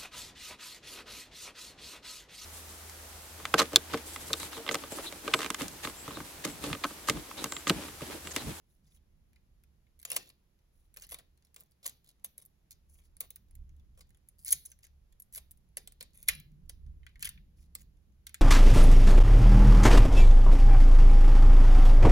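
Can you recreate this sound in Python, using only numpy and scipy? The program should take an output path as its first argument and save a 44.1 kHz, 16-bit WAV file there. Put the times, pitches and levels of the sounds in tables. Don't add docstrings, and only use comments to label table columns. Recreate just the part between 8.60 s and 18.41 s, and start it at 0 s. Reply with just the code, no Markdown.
import sys
import numpy as np
from scipy import signal
from scipy.fft import rfft, irfft, next_fast_len
from scipy.io import wavfile
from scipy.ndimage import uniform_filter1d

SR = 44100
rng = np.random.default_rng(int(sys.argv[2]) if len(sys.argv) > 2 else 0)


def unload_wav(signal):
    wavfile.write(
        sys.argv[1],
        SR,
        np.round(np.clip(np.atleast_2d(signal).T, -1, 1) * 32767).astype(np.int16),
    )


N = 432621
EDGE_HZ = 16100

# low_hz, high_hz
REGISTERS = [(350, 1300), (1300, 3400), (3400, 8000), (8000, 16500)]
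# frequency_hz, relative_level_db
SHELL_COLOUR = [(300, -12.5), (400, -10), (490, -1.5), (680, -4.5), (850, -18), (1100, -6.5), (1300, -10.5),
                (1600, -4), (2100, -1), (2500, -4), (3000, -7), (4200, -0.5), (5400, -1), (6700, 1),
                (8000, -2), (10300, 4.5), (11800, 3), (13200, 4.5), (15500, -1)]
# multiple of its pitch, gain_db
PIECE_MODES = [(1, 7.5), (2.05, 0.5), (3.15, 1), (3.951, -0.5), (4.7, 4.5)]
# time_s, strength_db, depth_db, pitch_hz of the piece
SNAPS = [(0.732, -71.5, -1, 2310), (0.76, -73, 8, 2260), (1.037, -64.5, -7.5, 2530), (1.267, -89, 16, 2270),
         (1.392, -59.5, -16, 12160), (1.3987, -54.5, -17, 8050), (1.416, -56, -20, 12500),
         (1.429, -48.5, -15, 13760), (2.3416, -56, -18, 8600), (2.3982, -55, -21, 4380),
         (2.422, -47, -14, 6200), (2.429, -55, -9, 2690), (2.436, -58, -4, 4350), (2.468, -54, -16, 12000),
         (2.491, -54, -12, 6800), (2.4945, -52, -16, 11300), (2.501, -52.5, -11, 9000),
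         (2.511, -44.5, -17, 11900), (2.5197, -45.5, -8, 10800), (2.7753, -72, -8, 4260),
         (2.8241, -77, -0.5, 5300), (2.849, -65, -19, 5250), (2.944, -55.5, -15.5, 8600),
         (3.036, -61, -31, 14000), (3.111, -70, -20, 11100), (3.119, -68.5, -18.5, 4620),
         (3.445, -63, -15, 13600), (3.4906, -56, -17, 4230), (3.78, -43, -22.5, 12140),
         (3.852, -54, -33.5, 14460), (3.86, -53, -41, 11800), (4.1086, -49, -20.5, 6700),
         (4.1168, -51, -17.5, 4360), (4.128, -57.5, -18.5, 6540), (4.568, -52.5, -19.5, 9600),
         (4.7595, -44, -20.5, 15300), (4.91, -63.5, -13, 11100), (4.953, -54.5, -18, 16100),
         (5.0931, -75.5, 0, 6240), (5.505, -66.5, -5.5, 1860), (5.5468, -68.5, -4, 3340),
         (5.572, -69, -11, 10800), (5.6876, -50.5, -28, 10700), (5.7918, -60, -26, 4850),
         (5.8483, -38, -32, 9700), (5.857, -45, -22, 8860), (5.881, -34.5, -22, 7000),
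         (5.8837, -51.5, -1.5, 2150), (5.862, -40, -17, 10600), (5.8753, -45, -22, 4900),
         (5.8888, -37, -20, 6500), (5.897, -42.5, -23, 10300), (5.9069, -29.5, -29.5, 9900),
         (5.921, -28, -25.5, 9900), (5.926, -15.5, -33, 10400), (5.9274, -34.5, -10.5, 2190),
         (5.9275, -24, -22, 6300), (6.0372, -61, -36, 9900), (6.0572, -47, -24, 8430),
         (6.06, -41, -28, 9500), (6.1015, -57.5, -30, 10250), (6.117, -52, -11, 6300),
         (6.1897, -64, -10, 10360), (6.23, -64, -14.5, 10000), (6.2413, -56.5, -9, 2100),
         (6.25, -58.5, -9, 6150), (6.268, -63, -8, 10470), (6.525, -66.5, -7, 3490),
         (6.6001, -44.5, -33.5, 11500), (6.6217, -47.5, -44, 8850), (6.739, -46.5, -25.5, 10700),
         (6.749, -41, -18, 7530), (6.7595, -38, -18.5, 11460), (6.91, -51, -22, 8270),
         (6.9157, -48.5, -55.5, 13760), (6.9737, -65, -26.5, 9080), (7.089, -76, -17, 10000),
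         (7.5755, -52, -48, 9860), (7.629, -45, -24, 11400), (7.6849, -22.5, -17.5, 10900),
         (7.687, -20.5, -13.5, 11500), (7.6877, -33.5, 9, 2000), (7.6923, -32.5, -3, 1900),
         (7.694, -36, -5, 3400), (7.713, -47, -11, 3450), (7.735, -56, 2, 3600), (7.751, -47.5, -13, 10500),
         (7.8002, -49.5, -15.5, 15100), (8.432, -92, 28.5, 1436), (8.466, -65.5, 17, 2024),
         (8.466, -63.5, 9.5, 2900), (8.492, -73.5, 7, 2820), (8.557, -72, 17, 2020),
         (8.5946, -56.5, -11, 2030), (8.606, -57, -15, 7000), (8.626, -32.5, -6.5, 3035),
         (8.647, -38, -9.5, 3150), (8.661, -49.5, 5.5, 3090), (8.672, -46.5, 3.5, 3070),
         (8.6745, -54.5, 7.5, 2130), (8.691, -37.5, -14, 2930), (8.776, -86, 28.5, 2160),
         (9.2147, -60.5, -18.5, 8600), (9.6682, -42.5, -7, 3920), (9.694, -54, -5, 10000),
         (9.744, -41, -4, 8000)]
# time_s, strength_db, depth_db, pitch_hz of the piece
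CRACKS = [(1.4517, -36.5, -8, 7200), (1.5026, -34, -9.5, 2670), (1.517, -29, -10, 2650),
          (1.5294, -41.5, -9.5, 3850), (1.5426, -52.5, -14, 4860), (1.563, -29.5, -8.5, 2705),
          (1.565, -28.5, -10.5, 7870), (1.568, -34.5, -6, 7850), (1.5583, -46, -8, 11100),
          (1.5767, -46, -16.5, 7300), (1.678, -64, -8, 9000), (1.6915, -54.5, -21, 11150),
          (1.7, -63.5, 3, 4580), (2.3631, -57.5, -1.5, 10480), (2.3709, -42.5, -10.5, 2590),
          (2.5445, -39.5, -9, 10770), (2.5874, -51.5, -6.5, 3390), (2.598, -64.5, -1.5, 11100),
          (2.9625, -49, -6.5, 7600), (3.0012, -57, -24, 7000), (3.007, -49, -26, 14050),
          (3.2592, -48, -0.5, 4250), (3.2625, -36, -16.5, 6660), (3.2646, -32, -19, 6900),
          (3.645, -33.5, -19, 12060), (3.8225, -54.5, -18, 10100), (4.606, -38.5, -21, 14940),
          (4.6066, -30, -20, 15140), (4.705, -42, -18.5, 15700), (5.4082, -57.5, -4.5, 4700),
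          (5.928, -26, -18, 10400), (6.7785, -45, -7, 7610), (7.1708, -32.5, -12, 11300),
          (7.2748, -44.5, -10.5, 8370), (7.322, -55, -12, 8450), (7.4087, -43, -4.5, 4140),
          (7.4273, -44.5, -12, 8760), (8.0953, -41, -12, 8470), (9.152, -36, -15, 7740)]


def amp(db):
    return 10 ** (np.asarray(db) / 20)


def evened(x):
    return x / np.sqrt(np.mean(x ** 2) + 1e-20)


def read(points, hz):
    table_hz, value = np.transpose(points)
    return np.interp(np.log(hz + 1), np.log(table_hz + 1), value)


def add(mix, s, sound):
    part = mix[:, max(0, round(s * SR)):][:, :sound.shape[1]]
    part += sound[:, :part.shape[1]]


def causal(points, size=2048):
    log_gain = np.log(amp(read(points, abs(np.fft.fftfreq(size, 1 / SR)))))
    return np.fft.ifft(np.exp(np.conj(signal.hilbert(log_gain)))).real[:size // 2]


SHELL_RING = causal(SHELL_COLOUR)
REGISTER_FILTERS = [signal.butter(order, band, "bandpass", fs=SR, output="sos")
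                    for order, band in zip((2, 4, 4, 5), REGISTERS)]


def pair(length, alike):
    first, other = rng.standard_normal((2, length))
    alike = np.clip(alike, 0, 1)
    return np.array([first, alike * first + np.sqrt(1 - alike ** 2) * other])


def drone(spectrum, alike, size=2 ** 19):
    hz = np.fft.rfftfreq(size, 1 / SR)
    inside = (hz > spectrum[0][0]) & (hz < spectrum[-1][0])
    coloured = rfft(pair(size, alike)) * amp(read(spectrum, hz)) * inside
    return evened(irfft(coloured)[:, :N])


def resonate(x, hz, q):
    return signal.lfilter(*signal.iirpeak(np.clip(hz, 100, SR / 2.2), max(q, 1), fs=SR), x)


def glide(x, hz, q):
    turn = np.exp(2j * np.pi * np.cumsum(hz) / SR)
    decay = np.exp(-np.pi * hz.mean() / max(q, 1) / SR)
    return 2 * (turn * signal.lfilter([1 - decay], [1, -decay], x / turn)).real


def jolts(times, levels_db, fall_s=0.04):
    kicks = np.zeros(N)
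    kicks[(times * SR).astype(int)] = amp(levels_db)
    u = np.arange(SR // 2) / SR / fall_s
    return signal.oaconvolve(kicks, (1 - np.exp(-10 * u)) * np.exp(-u))[:N]


def background(air_db=-81, jolt_rumble_db=-27.5, jolt_brush_db=-32.5):
    # frequency_hz, relative_level_db per Hz
    air_colour = [(300, 16.5), (450, 12), (700, 7.5), (1400, 3), (2500, 1.5), (4500, -1), (7000, -2.5),
                  (8500, -13), (11000, 2), (13500, -7.5), (15300, -6), (16300, -10.5)]
    # frequency_hz, relative_level_db per Hz
    rumble_colour = [(15, -7.5), (33, 0.5), (45, -2.5), (58, -3), (71, 3), (85, -13), (120, -14.5),
                     (200, -34.5), (400, -59.5)]
    # time_s, level_db
    rumble_swell = [(0, -70.5), (.63, -64), (1.88, -72), (2.46, -64.5), (2.98, -74.5), (4.1, -70.5),
                    (4.35, -62.5), (4.8, -67.5), (5, -51), (5.7, -68.5), (6.3, -65), (7.6, -63.5),
                    (7.95, -59), (8.3, -48.5), (8.5, -57), (9.81, -65)]
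    # frequency_hz, relative_level_db per Hz
    brush_colour = [(60, -18), (105, -4.5), (152, -3.5), (200, -6), (260, -14.5), (400, -22.5),
                    (700, -42.5)]
    # time_s, level_db
    brush_swell = [(0, -78), (.3, -75), (2, -79), (4.5, -77.5), (5, -72), (5.6, -76.5), (6.4, -79),
                   (7.65, -72.5), (7.79, -68), (8.1, -69.5), (8.33, -67.5), (8.5, -75), (8.82, -68.5),
                   (9.3, -72), (9.81, -74)]
    t = np.arange(N) / SR
    crack_s, crack_db, crack_depth_db, _ = np.transpose(CRACKS)
    snap_s, snap_db, snap_depth_db, _ = np.transpose(SNAPS)
    rumble_level = amp(np.interp(t, *np.transpose(rumble_swell)))
    rumble_level = rumble_level + jolts(snap_s, snap_db + snap_depth_db + jolt_rumble_db)
    brush_level = amp(np.interp(t, *np.transpose(brush_swell)))
    brush_level = brush_level + jolts(crack_s, crack_db + crack_depth_db + jolt_brush_db)
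    hands = drone(rumble_colour, .87) * rumble_level + drone(brush_colour, 0.99) * brush_level
    left_right_db = [[-1.0], [1.8]]
    return amp(air_db) * drone(air_colour, 0.027) + hands * amp(left_right_db)


def rubs(squeak_db=1, squeak_q=7, squeak_rise=0.13, catch_db=3.0, scuff_db=-8, scuff_depth_db=1,
         scuff_contact_db=-8, catch_samples=400, scuffs=4):
    # start_s, end_s, level_db, squeak_hz at top speed, treble_gain_db
    strokes = [(0.042, 0.225, -83.5, 6000, 1), (0.224, 0.331, -79.5, 4950, -10),
               (0.308, 0.386, -73, 6200, 0), (2.095, 2.307, -84.5, 6500, 4), (4.279, 4.421, -71.5, 6900, 1),
               (4.415, 4.491, -77.5, 4500, -4.5), (8.956, 9.07, -77, 5200, -6.5)]
    # frequency_hz, relative_level_db per Hz
    skin_colour = [(900, -24), (2500, -19.5), (4700, -10), (7000, -5), (8400, -10), (10300, 6), (12000, -2),
                   (13300, -2), (15300, -3), (16500, -7)]
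    out, hiss = np.zeros((2, N)), drone(skin_colour, 0.69)
    catches = evened(uniform_filter1d(rng.standard_normal(N), catch_samples))
    for start, end, db, squeak_hz, treble_db in strokes:
        span = slice(int(start * SR), int(end * SR))
        slide = hiss[:, span] * amp(catch_db * catches[span])
        speed = np.sin(np.linspace(0, np.pi, slide.shape[1]))
        slide = slide + (amp(treble_db) - 1) * signal.sosfiltfilt(REGISTER_FILTERS[-1], slide)
        curve_hz = squeak_hz * (1 + squeak_rise * (speed - 1))
        slide = slide + amp(squeak_db) * glide(slide, curve_hz, squeak_q)
        add(out, start, amp(db) * evened(speed * slide))
        for when, pitch in rng.random((scuffs, 2)):
            s = start + when * (end - start)
            add(out, *piece(s, db + scuff_db, scuff_depth_db, scuff_contact_db, 2000 + 2000 * pitch))
    return out


def piece(s, db, depth_db, contact_db, piece_hz):
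    return snap((s, *registers(db, depth_db, contact_db, piece_hz), piece_hz))


def registers(db, depth_db, contact_db, piece_hz):
    plate_hz, plate_octaves, plate_ring_db = 5450, 0.6, 11.5
    among_plates = np.exp(-(np.log2(piece_hz / plate_hz) / plate_octaves) ** 2)
    plate_db = db - 7 + 0.42 * depth_db + plate_ring_db * among_plates
    return [db + depth_db + contact_db, db + depth_db, plate_db, db]


def snap(row, jump=0.94, run_s=0.00047, run_share=0.25, scatter_s=0.006, scatter_share=0.066, piece_q=11,
         mode_db=-31.5, lead_s=0.0009, lead_share=0.02, hollow_db=-39.5, modes=14, hollow_modes=5):
    s, *levels_db, piece_hz = row
    before = SR // 300
    t = (np.arange(SR // 30) - before) / SR
    after = np.maximum(t, 0)
    echoes = signal.lfilter([.7, .3], [1], pair(len(t), 0.65))
    force = run_share * np.exp(-after / run_s) * pair(len(t), .92)
    force += scatter_share * np.exp(-after / scatter_s) * echoes

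    def random_modes(low, high, count):
        hz, decay_s, phase = rng.uniform(low, high, (count, 3)).T[:, :, None]
        return (np.exp(-after / decay_s) * np.sin(2 * np.pi * (hz * t + phase))).sum(0)

    force += amp(mode_db) * random_modes([2600, .002, 0], [15800, .006, 1], modes)
    force += amp(hollow_db) * random_modes([450, .004, 0], [2600, .009, 1], hollow_modes)
    gathering = lead_share * np.exp(-abs(t) / lead_s) * pair(len(t), 0.73)
    force = np.where(t < 0, gathering, force)
    force[:, before:before + 2] += [jump, -jump]
    force = ring_piece(fingers(force), piece_hz, piece_q)
    return s - before / SR, sound_shell(force, levels_db, .008 + before / SR)


def fingers(force, near=.25, far=0.39, near_s=.0012, far_s=.004, count=3):
    out = force.copy()
    dull = signal.lfilter(*signal.butter(2, 6000, fs=SR), force)
    for early, left, right, sign in rng.uniform(.1, 1, (count, 4)):
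        add(out, early * near_s, np.sign(sign - .5) * near * force)
        add(out, left * far_s, far * dull * [[1], [0]])
        add(out, right * far_s, far * dull * [[0], [1]])
    return out


def ring_piece(force, piece_hz, q):
    return force + sum(amp(db) * resonate(force, piece_hz * k, q * np.sqrt(k))
                       for k, db in PIECE_MODES if piece_hz * k < EDGE_HZ)


def sound_shell(force, levels_db, span_s):
    ring = signal.fftconvolve(force, SHELL_RING[None], axes=1)
    count = max(1, int(span_s * SR))
    bands = [signal.sosfilt(sos, ring) for sos in REGISTER_FILTERS]
    return sum(amp(db) * band / np.sqrt(np.mean(band[:, :count] ** 2) + 1e-20)
               for db, band in zip(levels_db, bands))


def all_round(x, blur_hz=350, smooth_samples=60):
    wander_hz = blur_hz * evened(uniform_filter1d(rng.standard_normal(N), smooth_samples))
    turn = np.exp(2j * np.pi * np.cumsum(wander_hz) / SR)
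    return (signal.hilbert(x, next_fast_len(N))[:, :N] * turn).real


def kitchen(x, onset_s=0.001, size=SR * 5 // 8):
    # frequency_hz, t60_s
    reverb_times = [(300, 0.43), (1000, 0.16), (2000, 0.29), (4500, 0.31), (8000, 0.12), (11000, 0.27),
                    (15000, 0.4)]
    t = np.arange(size) / SR
    hz, times, grid = signal.stft(pair(size, 0.52), SR, nperseg=256)
    decay = amp(-60 * times / read(reverb_times, hz)[:, None])
    tail = signal.istft(grid * decay, SR, nperseg=256)[1][:, :size]
    tail = tail * (1 - np.exp(-(t / onset_s) ** 2))
    walls = causal([(300, -7.5), (1000, -7.0), (2200, -13), (4000, -10.5), (6300, -10.0), (9000, -19),
                    (15000, -23.5)])
    tail = signal.fftconvolve(tail / np.linalg.norm(tail[0]), walls[None], axes=1)
    return signal.fftconvolve(x, tail, axes=1)[:, :N]


def thumps():
    # start_s, peak_db, length_s
    grips = [(0.15, -77, 0.46), (4.96, -73.5, 0.16), (5.94, -68, .06), (7.722, -55.5, 0.15),
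             (7.85, -61, 0.27), (8.25, -65, 0.11), (8.58, -60.5, 0.11), (8.755, -61, 0.11),
             (8.86, -72, 0.1), (9.2, -69.5, 0.19)]
    # frequency_hz, relative_level_db per Hz
    thump_colour = [(90, -25.5), (130, -6.5), (150, 3), (180, -6), (215, -17), (300, -35.5)]
    t = np.arange(N) / SR
    swell = sum(amp(db) * np.sin(np.pi * np.clip((t - s) / length, 0, 1) ** 0.53) for s, db, length in grips)
    return swell * drone(thump_colour, 0.87)


def breaks(table, contact_db, give_s=0.0026, give_db=-21, settle_s=.002, settle_db=-14.5, give_above_db=-52):
    out = np.zeros((2, N))
    for s, db, depth_db, piece_hz in table:
        early, late, pitch_before, pitch_after = rng.uniform(.5, 1.5, 4)
        add(out, *piece(s, db, depth_db, contact_db, piece_hz))
        if db > give_above_db:
            add(out, *piece(s - early * give_s, db + give_db, depth_db, contact_db, piece_hz * pitch_before))
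            settled_hz = piece_hz * (.5 + pitch_after)
            add(out, *piece(s + late * settle_s, db + settle_db, depth_db, contact_db, settled_hz))
    return out


def loose_shell(loose_db=-17.5, detune=.02):
    # frequency_hz before the shift, relative_level_db, t60_s
    loose_modes = [(1406, -11, 0.1), (1714, -18.5, 0.38), (1850, -15, 0.15), (2010, -4, 0.076),
                   (2110, 0.5, 0.07), (3040, -5.5, 0.15), (3350, -12, .08), (3570, -12, .1),
                   (3830, -18.5, 0.18), (4050, -13.5, 0.22), (4600, -13, .07), (6800, -10.5, .04)]
    out = np.zeros((2, N))
    t = np.arange(SR // 5) / SR
    hz, mode_db, t60 = np.transpose(loose_modes)[:, :, None]
    for s, db, depth_db, _ in SNAPS:
        phase, share, grip = rng.random((3, len(loose_modes), 1))
        held_hz = hz * (1 + detune * (grip - .5))
        level = (.5 + share) * amp(mode_db - 60 * t / t60)
        ring = (level * np.sin(2 * np.pi * (held_hz * t + phase))).sum(0)
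        ring = ring * amp(db + depth_db + loose_db) * (1 - np.exp(-t / 0.00052))
        add(out, s, np.array([ring, ring]))
    return out


def fidget(count=40, quietest_db=-87, range_db=7):
    ticks = np.zeros((2, N))
    first_s = CRACKS[0][0]
    for when, size, bright, pitch in rng.random((count, 4)):
        register_db = np.array([-12, -1 - 10 * bright, -2, 8 * bright - 3])
        levels_db = quietest_db + range_db * size ** 2 + register_db
        s = first_s + when * (N / SR - first_s)
        add(ticks, *snap((s, *levels_db, 2000 + 6000 * pitch)))
    return ticks


def peeling(crumb_depth_db=-6, crumbs=3, scatter_s=0.0028, crumb_db=-7.5, crumb_range_db=9.5, cap_db=-50.5):
    # start_s, end_s, strength_db, depth_db, contact_db with the egg, flap_hz
    tears = [(1.46, 1.515, -60, -2.5, -4.5, 2750), (1.524, 1.56, -48, -10, 4.5, 2734),
             (1.563, 1.569, -28, -5.5, -7.5, 2744), (1.57, 1.6, -62, -13, 1, 7000),
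             (1.601, 1.715, -67.5, -6, -3, 6950), (2.363, 2.398, -65, -3, 1, 2700),
             (2.41, 2.461, -59.5, -3, -10, 2750), (2.511, 2.55, -44.5, -10, 1.5, 10200),
             (2.557, 2.611, -67, -7, 9, 2800), (2.961, 3.032, -68, -13, 8.5, 7230),
             (3.227, 3.26, -55.5, -9, -2, 4160), (3.253, 3.272, -45.5, -8.5, 0, 4150),
             (3.275, 3.279, -34, -20.5, -6, 12300), (3.281, 3.3, -51.5, -10, -13, 4150),
             (3.437, 3.526, -70.5, -10.5, -3.5, 4200), (3.647, 3.659, -48, -12.5, -1, 13900),
             (3.774, 3.836, -64.5, -12, 0.5, 11170), (4.608, 4.621, -45.5, -10.5, -1, 15050),
             (4.621, 4.662, -64, -1.5, -1, 15050), (5.371, 5.435, -66.5, -11, 7.5, 7600),
             (5.776, 5.856, -64, -38, 0, 4760), (5.851, 5.905, -47, -16.5, -12, 4930),
             (5.909, 5.924, -30, -28, -9.5, 6350), (6.051, 6.073, -52, -22, -9, 6240),
             (6.076, 6.138, -73.5, -11, -1, 6350), (6.221, 6.283, -68, -3, -8.5, 6500),
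             (6.728, 6.756, -52, -18, -15.5, 11050), (6.762, 6.783, -41.5, -21.5, 0, 11400),
             (7.173, 7.181, -48.5, -13, -3, 8300), (7.535, 7.687, -64, -10, -8.5, 10000),
             (7.676, 7.703, -41.5, -1.5, -16, 3300), (7.6836, 7.688, -25, -8, -23, 3410),
             (8.598, 8.637, -63, -2, -17, 7200), (8.643, 8.679, -37.5, -10, -27, 3080),
             (9.177, 9.228, -64, -8, -10, 7980)]
    out = np.zeros((2, N))
    for start, end, db, depth_db, contact_db, flap_hz in tears:
        add(out, *tear((start, end, *registers(db, depth_db, contact_db, flap_hz)), flap_hz))
        for when, size, pitch in rng.random((crumbs, 3)):
            s = start - scatter_s + when * (end - start + 2 * scatter_s)
            size_db = min(db, cap_db) + crumb_db + crumb_range_db * size ** 2
            add(out, *piece(s, size_db, depth_db + crumb_depth_db, contact_db, 3000 + 9000 * pitch))
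    return out


def tear(row, flap_hz, grain_s=0.0018, flap_q=9, chip_db=5, chip_q=20, rub=0.28, clump_db=3.5,
         sag_octaves=0.19, chips=5):
    start, end, *levels_db = row
    per_s, spread_db, clump_s = 420, 5.5, .006
    own = np.random.default_rng(rng.integers(2 ** 31))
    chip_hz = np.exp(own.uniform(np.log(2500), np.log(15000), chips))
    length = max(int((end - start) * SR), SR // 256)
    clump_index = np.arange(length) / SR / clump_s
    clumps = np.interp(clump_index, np.arange(64), own.uniform(-1.7, 1.7, 64))
    chance, size = own.random((SR // 4, 2))[:length].T
    middle, side = own.standard_normal((length, 2)).T
    chance[length // 4] = 0
    fractures = (chance < per_s / SR) * amp(spread_db * np.minimum(-np.log(size + 1e-9), 2.5))
    t = np.arange(SR // 200) / SR
    power = signal.fftconvolve(fractures ** 2, np.exp(-2 * t / grain_s))[:length]
    envelope = evened(np.sqrt(abs(power))) + rub
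    envelope = envelope * amp(clump_db * clumps) * signal.windows.tukey(length, .25)
    noise = np.array([middle + 0.095 * side, middle - 0.2 * side])
    force = np.pad(envelope * noise, ((0, 0), (0, SR // 100)))
    force = force + amp(chip_db) * sum(resonate(force, hz, chip_q) for hz in chip_hz)
    sinking_hz = flap_hz * 2 ** (sag_octaves * np.linspace(.5, -.5, force.shape[1]))
    force = force + sum(amp(db) * glide(force, sinking_hz * k, flap_q * np.sqrt(k))
                        for k, db in PIECE_MODES if flap_hz * k < EDGE_HZ)
    return start, sound_shell(force, levels_db, length / SR)


def scene():
    broken = breaks(SNAPS, contact_db=-27) + breaks(CRACKS, contact_db=-6.5)
    egg = rubs() + amp(-5.5) * broken + loose_shell() + fidget() + amp(-3.5) * peeling()
    return background() + egg + kitchen(all_round(egg)) + thumps()


def record(dry):
    # frequency_hz, lag_radians
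    port_phase = [(0, -0.06), (1100, 1.37), (2150, 0.6), (2800, 4), (4500, 5), (8400, 9), (13500, 16.5),
                  (15300, 17), (16500, 20)]
    size = next_fast_len(N + 4096)
    behind = np.interp(np.fft.rfftfreq(size, 1 / SR), *np.transpose(port_phase))
    left = irfft(rfft(dry[0], size) * np.exp(-1j * behind), size)[:N]
    band_limit = signal.firwin(255, EDGE_HZ, window=("kaiser", 8), fs=SR)
    return signal.oaconvolve(np.array([left, dry[1]]), band_limit[None], "same")


dry = scene()
out = record(dry)
unload_wav(out)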